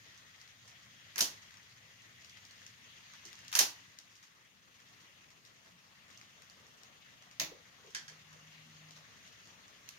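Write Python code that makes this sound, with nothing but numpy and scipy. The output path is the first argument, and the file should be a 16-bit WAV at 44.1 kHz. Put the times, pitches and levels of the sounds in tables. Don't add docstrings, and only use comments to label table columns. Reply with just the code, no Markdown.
import sys
import numpy as np
from scipy import signal
from scipy.io import wavfile
from scipy.ndimage import uniform_filter1d

SR = 44100
rng = np.random.default_rng(int(sys.argv[2]) if len(sys.argv) > 2 else 0)


def elevation(decibels):
    levels = np.asarray(decibels, float)
    return 10 ** (levels / 20)


def wav_out(sig):
    wavfile.write(sys.argv[1], SR, np.round(np.clip(np.atleast_2d(sig).T, -1, 1) * 32767).astype(np.int16))


N = 440118
SPACING = 18
EDGE_HZ = 16050
USUAL_DB = -65


def evened(x):
    return x / np.sqrt(np.mean(x ** 2) + 1e-20)


def read(points, hz):
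    f, value = np.transpose(points)
    return np.interp(np.log(hz + 1), np.log(f + 1), value)


def add(mix, at, sound):
    part = mix[max(at, 0):][:len(sound)]
    part += sound[:len(part)]


def ease(t, at, span):
    return (1 + np.tanh((t - at) / span)) / 2


def circle(size=1024):
    return np.abs(np.fft.fftfreq(size, 1 / SR))


def causal(db):
    log_gain = np.log(elevation(np.maximum(db, -100)))
    return np.fft.ifft(np.exp(np.conj(signal.hilbert(log_gain)))).real


def resonate(x, hz, width):
    turn = np.exp(2j * np.pi * np.cumsum(hz * np.ones(len(x))) / SR)
    r = np.exp(-np.pi * width / SR)
    return 2 * (turn * signal.lfilter([1 - r], [1, -r], x / turn)).real


# hz, share
SHADE = [(600, 0.14), (3000, 1.5), (7000, 0.79), (15000, 1.66)]


def strikes(rows, colour):
    s, db, pan_db, treble_db, body_db, t60, room_db = np.transpose(rows)[:, :, None]
    t, hz = np.arange(2048) / SR, circle()
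    near, sends = np.zeros((2, N)), np.zeros((2, N))

    chatter = rng.standard_normal((len(rows), len(t))) * elevation(-60 * t / np.maximum(t60, .002))
    chatter *= np.minimum(t / (0.0425 * t60), 1) ** 2
    chatter *= elevation(4 * np.exp(-(t / 0.0022) ** 2))

    colour_db = read(colour, hz) - 30 * (hz > EDGE_HZ)
    colour_db = colour_db + body_db * read([(2200, 1), (3000, 0)], hz)
    colour_db = colour_db + treble_db * read([(8000, 0), (9500, 1)], hz)

    def through(gains_db):
        return signal.fftconvolve(chatter, causal(gains_db), axes=1)[:, :len(t)]

    middle, click = through(colour_db), causal(colour_db)
    scale = elevation(db) / abs(middle).max(1, keepdims=True)
    shade_db = np.clip(pan_db, -4, 4) * read(SHADE, hz)
    left = scale * through(colour_db + shade_db)
    right = scale * through(colour_db - shade_db)
    energy = np.linalg.norm(middle, axis=1) / np.linalg.norm(click, axis=1)
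    click *= scale * elevation(room_db) * energy[:, None]

    lag = np.clip(5 * pan_db, -SPACING, SPACING) / 2
    starts = np.round(np.hstack([s * SR - lag, s * SR + lag, s * SR])).astype(int)
    for k, (first, second, at) in enumerate(starts):
        add(near[0], first, left[k])
        add(near[1], second, right[k])
        add(sends[int(pan_db[k, 0] < 0)], at, click[k])
    return near, sends


# start_s, level_db (peak), left_right_db, treble_db, body_db
CLACKS = [(1.1583, -29, -4, -14, -5.5), (1.1798, -19, 2.5, -8.5, -14), (1.1874, -24, -1.5, 5, -3),
          (1.2062, -13.5, -1.5, -9.5, -23), (3.516, -38, -0.5, -11, -11), (3.5271, -24, 2.5, -11, -9),
          (3.5515, -14, -0.5, -6, -12), (3.5604, -36.5, -9, 2, -22), (3.5893, -11, -8, -6.5, -16.5),
          (3.5945, -17.5, -3.0, -11, -21.5), (3.6116, -19.5, 2, -28, -21)]
# start_s, level_db (peak), left_right_db, treble_db, body_db, t60_s, room_db
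SNAP = (9.8893, -33, -6, 2, -2, .012, -3)
# start_s, level_db (peak), body_db
NEAR_TICKS = [(0.3611, -51, -11), (0.414, -41.5, -9), (0.4763, -48, -11), (1.5409, -46, -2),
              (1.6311, -53, -16), (1.5079, -46, -3), (1.5708, -45.5, -4), (1.7115, -51, -16),
              (2.2462, -42, -25), (2.3715, -43.5, -5), (2.4513, -42, -22), (2.6174, -46, -7),
              (2.6648, -38.5, -21), (3.3293, -40, -8), (3.4809, -36.5, -21), (3.9873, -36, -16),
              (4.115, -54, -11), (2.2093, -51, -14), (5.3038, -50, -8), (5.4505, -47, -21),
              (2.9801, -52, 1), (3.3901, -46, -6), (6.2132, -41, -5), (6.4203, -46, -8), (6.8338, -38, -15),
              (7.3122, -45.5, -16), (7.655, -51, 2), (7.8635, -47, -14), (8.908, -43, -15),
              (9.2767, -48, -23)]
# start_s, level_db (peak), body_db
FAR_TICKS = [(0.0847, -57, -14), (0.176, -49, -22), (0.6544, -52, -19), (1.7419, -54, -4),
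             (2.0193, -50, -17), (2.2961, -41, -18), (2.5092, -44.5, -17), (2.592, -51, -11),
             (3.8022, -53, -7), (4.8862, -54, -10), (3.3542, -43.5, -17), (3.4475, -46, -12),
             (5.6605, -48, 1), (6.1743, -43, -32), (6.4981, -42.5, -16), (6.6672, -49, -18),
             (7.2229, -46, -7), (9.2268, -51, -19), (9.2627, -52, -17), (9.4548, -48, -14),
             (9.4723, -47, -12), (9.6803, -47, -17), (3.1362, -42, -5)]
# start_s, level_db (peak), body_db, left_right_db
GRAZES = [(0.6769, -48.5, -18, -1), (1.42, -47.5, -6, 1), (3.141, -52, -2, 0), (3.252, -39.5, -28, -2),
          (4.1529, -52.5, -24, 4), (4.227, -49, -9.5, 2.5), (5.0035, -52.5, -15, 2), (5.678, -54, -8, 2.5),
          (6.1015, -49.5, -7, 3.5), (7.9043, -52, -12, -1), (8.327, -49.5, -3, -1.5),
          (8.9614, -48, -7, 2.5)]
# hz, level_db (per Hz)
STRIKE = [(60, -67), (530, -32), (900, -11), (1430, -7.5), (1630, -4.5), (2290, -6), (2610, -3.5),
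          (3950, -3), (4300, -0.5), (6330, 3), (7780, -9.5), (15000, -12.5), (16300, -26.5)]
# start_s, level_db (peak), left_right_db, t60_s
SLACK = [
    (7.3976, -24, -3, 0.021),
    (7.948, -30, -2.5, 0.017),
    (8.0798, -44, -3, 0.025),
]
# hz, level_db (per Hz)
SLACK_COLOURS = [
    [(530, -23), (900, -13.5), (1600, -14.5), (1900, -6), (2690, -5), (3150, -11.5), (3510, -3.5),
     (5610, -6.5), (6330, -1.5), (8760, -29), (11100, -16.5), (16000, -17)],
    [(530, -37), (900, -13), (1250, -14), (1620, 1.5), (2630, -9), (2860, -10), (3230, 0), (3910, -9),
     (4520, -1.5), (6480, -3.5), (7490, -14), (16000, -33)],
]


def wheels():
    near_pan_db, far_pan_db, tick_t60_s, graze_t60_s = 5.5, -1.5, 0.013, 0.018
    clacks = [(s, db - 0.5, pan, top + 11, body + 15, 0.025, 4.0) for s, db, pan, top, body in CLACKS]
    clacks += [SNAP]

    when, side, size, body = rng.random((45, 4)).T
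    faint = np.transpose([when * (N / SR - .1), -56 + 2.5 * (2 * size - 1), -12 + 16 * (body - .5)])
    joints = [(NEAR_TICKS, near_pan_db), (FAR_TICKS, far_pan_db),
              (faint[side < .75], near_pan_db), (faint[side >= .75], far_pan_db)]
    ticks = []
    for rows, pan in joints:
        for s, db, body in rows:
            room_db = -2.5 + .5 * (-38 - db)
            ticks.append((s, db, pan, -7.0, body + 14, tick_t60_s, room_db))
    ticks += [(s, db, pan, -7.0, body + 14, graze_t60_s, 7.5) for s, db, body, pan in GRAZES]

    slack = [(s, db + 3.0, pan, 0, 0, t60, 5.5) for s, db, pan, t60 in SLACK]
    groups = [(clacks + ticks, STRIKE), (slack[:1], SLACK_COLOURS[0]), (slack[1:], SLACK_COLOURS[1])]
    near, sends = sum(np.array(strikes(*group)) for group in groups)
    return near + room(sends)


# hz, t60_s
ROOM = [(200, 0.44), (530, 0.47), (1390, 0.25), (3680, 0.21), (9700, 0.18)]
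# hz, left_right_db
LEAN_ROOM = [(60, 0), (180, 1.5), (550, -3), (1650, 1), (4970, 2), (15000, 0.5)]


def room(sends):
    size = SR // 2
    taps, early = np.zeros((4, size)), np.exp(-np.arange(size) / SR / 0.029)
    grid = np.arange(120, size - 12, 12)
    at = grid + rng.integers(0, 12, (4, len(grid)))
    signs = rng.choice([-1., 1.], at.shape)
    np.put_along_axis(taps, at, signs * elevation(2.4 * rng.standard_normal(at.shape)), 1)
    clumps = evened(uniform_filter1d(rng.standard_normal((4, size)), size=100))
    taps *= elevation((1.0 + 3.8 * clumps) * early)

    hz, t, z = signal.stft(taps, SR, nperseg=128)
    z = z * elevation(-60 * t / (1.25 * read(ROOM, hz))[:, None])
    lean_db = read(LEAN_ROOM, hz) / 2
    sides = elevation([0 * hz + 1.7, 0 * hz - 1.5, lean_db, -lean_db])[:, :, None]
    plain = signal.istft(z, SR, nperseg=128)[1]
    tails = signal.istft(z * sides, SR, nperseg=128)[1] / np.linalg.norm(plain, axis=1)[:, None]
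    wet = signal.fftconvolve(np.repeat(sends, 2, axis=0), tails, axes=1)[:, :N]
    return wet[:2] + wet[2:]


# start_s, level_db
ROLL = [(0.0, -62), (0.55, -65), (1.36, -61), (1.6, -65.5), (2.08, -63.5), (2.61, -63), (3.47, -61.5),
        (3.81, -63), (4.0, -66.5), (4.6, -70), (4.95, -64), (5.42, -68.5), (6.34, -65), (6.78, -65.5),
        (7.42, -66), (8.09, -64.5), (8.87, -63.5), (9.98, -63.5)]


def roll_db(t):
    s, db = np.transpose(ROLL)
    return np.interp(t, s, db)


# hz, level_db (per Hz)
SIZZLE = [(530, -27), (900, -27), (1090, -6.5), (1500, -4), (1900, 3), (2340, -1.5), (3380, -2), (3720, -3),
          (5500, -6), (6610, -2.5), (8040, -27.5), (10500, -28), (12000, -31), (15600, -38), (22000, -120)]
# pitch_hz, width_hz, first_db, last_db
RIDGES = [(1110, 83, -1, 5.5), (1940, 190, 3, -2), (2770, 330, 1, 4), (3290, 220, 3.5, 0.5)]
# hz, level_db (per Hz)
BOARD = [(130, -27), (220, -8.5), (439, -6.5), (570, -5), (820, -6), (1300, -4), (1690, -15), (2860, -120)]
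# hz, level_db (per Hz)
RUMBLE = [(15, -47), (25, -12), (49, -17), (86, -5.5), (108, 0.5), (129, 0), (146, -2.5), (184, -1.5),
          (300, -11.5), (390, -52), (660, -120)]
# hz, left_right_db
LEAN_ROLL = [(60, -2), (180, 3), (550, 4.0), (1650, 2.5), (4970, 5.5), (15000, -2)]


def rolling():
    t = np.arange(N) / SR
    sizzle_db = roll_db(t)
    above_db = sizzle_db - USUAL_DB
    heavy = ease(t, 4.6, .3)
    board_db = -73 + 0.5 * above_db + 3.5 * heavy
    rumble_db = -73 + 0.54 * above_db + 2 * heavy

    def tilt_db(u):
        return -.4 + .1 * (roll_db(u) - USUAL_DB)

    sizzle = noise(SIZZLE, sizzle_db + 4.0, 0.13, SPACING, 1.58, 1.0, tilt_db, RIDGES)
    board = noise(BOARD, board_db, 0.53, 12.6, 1.6, 1.8, size=1024)
    rumble = noise(RUMBLE, rumble_db, 0.69, 3.1, 0.68, 0.6, size=2048)
    return sizzle + board + rumble + grit(sizzle_db - 17.0)


def noise(spectrum, level_db, same, lag, patchy_db, flicker_db, tilt_db=None, ridges=(), size=512):
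    hop = size // 4
    frames, hz = N // hop + 5, np.fft.rfftfreq(size, 1 / SR)[:, None]
    t = np.arange(frames) * hop / SR
    a, b, c, d, patches = rng.standard_normal((frames, len(hz), 5)).T
    patches = uniform_filter1d(uniform_filter1d(patches, size=9, axis=0), size=15, axis=1)
    flicker = evened(uniform_filter1d(rng.standard_normal(frames), size=5))
    left = a + 1j * b
    late = left * np.exp(-2j * np.pi * hz * lag / SR)
    right = same * late + np.sqrt(1 - same ** 2) * (c + 1j * d)

    shape_db = read(spectrum, hz) + patchy_db * evened(patches) + flicker_db * flicker
    if tilt_db:
        shape_db = shape_db + tilt_db(t) * np.log2((hz + 1) / 2500)
    for f, width, first_db, last_db in ridges:
        swell = 1 + 0.34 * evened(uniform_filter1d(rng.standard_normal(frames), size=120))
        ridge_db = np.linspace(first_db, last_db, frames) * swell
        shape_db = shape_db + ridge_db / (1 + (2 * (hz - f) / width) ** 2)

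    lean_db = read(LEAN_ROLL, hz) / 2
    sides = np.array([left * elevation(lean_db), right * elevation(-lean_db)])
    z = sides * elevation(shape_db) * (hz < EDGE_HZ)
    out = signal.istft(z, nperseg=size, noverlap=size - hop)[1][:, :N]
    return evened(out) * elevation(level_db)


def grit(level_db):
    size = elevation(4.5 * np.minimum(rng.exponential(1, (2, N)), 4)) * (rng.random((2, N)) < 300 / SR)
    t, hz = np.arange(300) / SR, circle()
    grain = rng.standard_normal((2, len(t))) * elevation(-60 * t / .006)
    grains = signal.oaconvolve(size, grain, axes=1)[:, :N]
    taps = causal(read(SIZZLE, hz) + 2.3 * np.log2((hz + 1) / 2500))
    left, right = evened(signal.oaconvolve(grains, taps[None], axes=1)[:, :N])
    late_left, late_right = np.roll(left, SPACING), np.roll(right, SPACING)
    return elevation(level_db) * np.array([left + 0.297 * late_right, 0.18 * late_left + .5 * right])


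# start_s, level_db (peak), pitch_hz, width_hz, t60_s
KNOCKS = [(1.16, -56, 500, 600, 0.22), (1.181, -47, 500, 600, 0.36), (1.208, -43, 268, 298, 0.28),
          (1.21, -43.5, 755, 500, 0.24), (3.555, -44, 770, 510, 0.25), (3.592, -37.5, 690, 610, 0.27),
          (3.605, -42, 300, 252, 0.23), (5.7, -62.5, 174, 30, 0.48), (7.403, -42, 160, 40, 0.23),
          (7.405, -62, 40, 60, .3), (7.41, -46, 310, 60, 0.29), (7.41, -42.5, 572, 120, 0.16),
          (7.512, -41, 466, 130, 0.095), (7.54, -54, 486, 130, 0.25), (7.841, -54.5, 443, 110, 0.22),
          (7.873, -56, 420, 120, 0.14), (7.96, -60, 337, 80, 0.17), (8.35, -61, 470, 130, 0.16),
          (3.25, -60, 360, 90, .25), (8.1, -62, 450, 300, .3), (8.65, -62, 230, 60, .4)]


def knocks():
    out, t = np.zeros((2, N)), np.arange(SR // 3) / SR
    for s, db, hz, width, t60 in KNOCKS:
        shape = elevation(db - 60 * t / t60) * np.minimum(t / 0.0087, 1)
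        main, other = (evened(resonate(resonate(v, hz, width), hz, width))
                       for v in rng.standard_normal((2, len(t))))
        apart = min(hz / 550, 1.3)
        add(out[0], round(s * SR), elevation(-0.6) * shape * (0.82 * main + 0.62 * apart * other))
        add(out[1], round(s * SR), elevation(-0.3) * shape * (0.65 * main - 0.4 * apart * other))
    return out


def motor():
    t = np.arange(N) / SR
    pitch_hz, on_s, top_s, off_s = 156, 8.05, 8.82, 9.07
    line = .8 * np.sqrt(2) * np.sin(2 * np.pi * pitch_hz * t)
    line += .25 * evened(resonate(rng.standard_normal(N), pitch_hz, 8.))
    load_db = -63 - np.maximum(5.5 * (top_s - t), 10 * (t - top_s))
    return line * elevation(load_db) * ease(t, on_s, .05) * ease(-t, -off_s, .07)


def boom():
    t = np.arange(N) / SR
    beat_s, full_s, off_s, fade_s = .85, 0.92, 3.94, 0.1
    mode = evened(resonate(rng.standard_normal(N), 108.0, 23.8))
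    beat_db = (np.cos(2 * np.pi * (t - full_s) / beat_s) - 1) / 2
    return mode * elevation(-70 + beat_db + [[-2.4], [-3.8]]) * ease(-t, -off_s, fade_s)


def scene():
    return wheels() + rolling() + knocks() + motor() + boom()


# hz, left_right_db
PORTS = [(2500, 0.5), (3800, 0.5), (5200, -4), (6500, -6.5), (8000, 0)]


def ports(dry):
    step_db = read(PORTS, circle()) / 2
    taps = causal(np.array([step_db, -step_db]))[:, :256]
    return signal.oaconvolve(dry, taps, axes=1)[:, :N]


# hz, level_db (per Hz)
HISS = [(4410, -34), (7500, -4), (9350, -7), (15100, -6), (16000, -15), (16300, -14.5)]


def hiss():
    swell_db = roll_db(np.arange(N) / SR) + 67.0
    return noise(HISS, -78 + 0.51 * swell_db, 0, 0, 0.47, 0.27)


def roll_off(x):
    return signal.sosfilt(signal.butter(12, 17000, fs=SR, output="sos"), x)


def record(dry):
    return roll_off(ports(dry) + hiss())


dry = scene()
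out = record(dry)
wav_out(out)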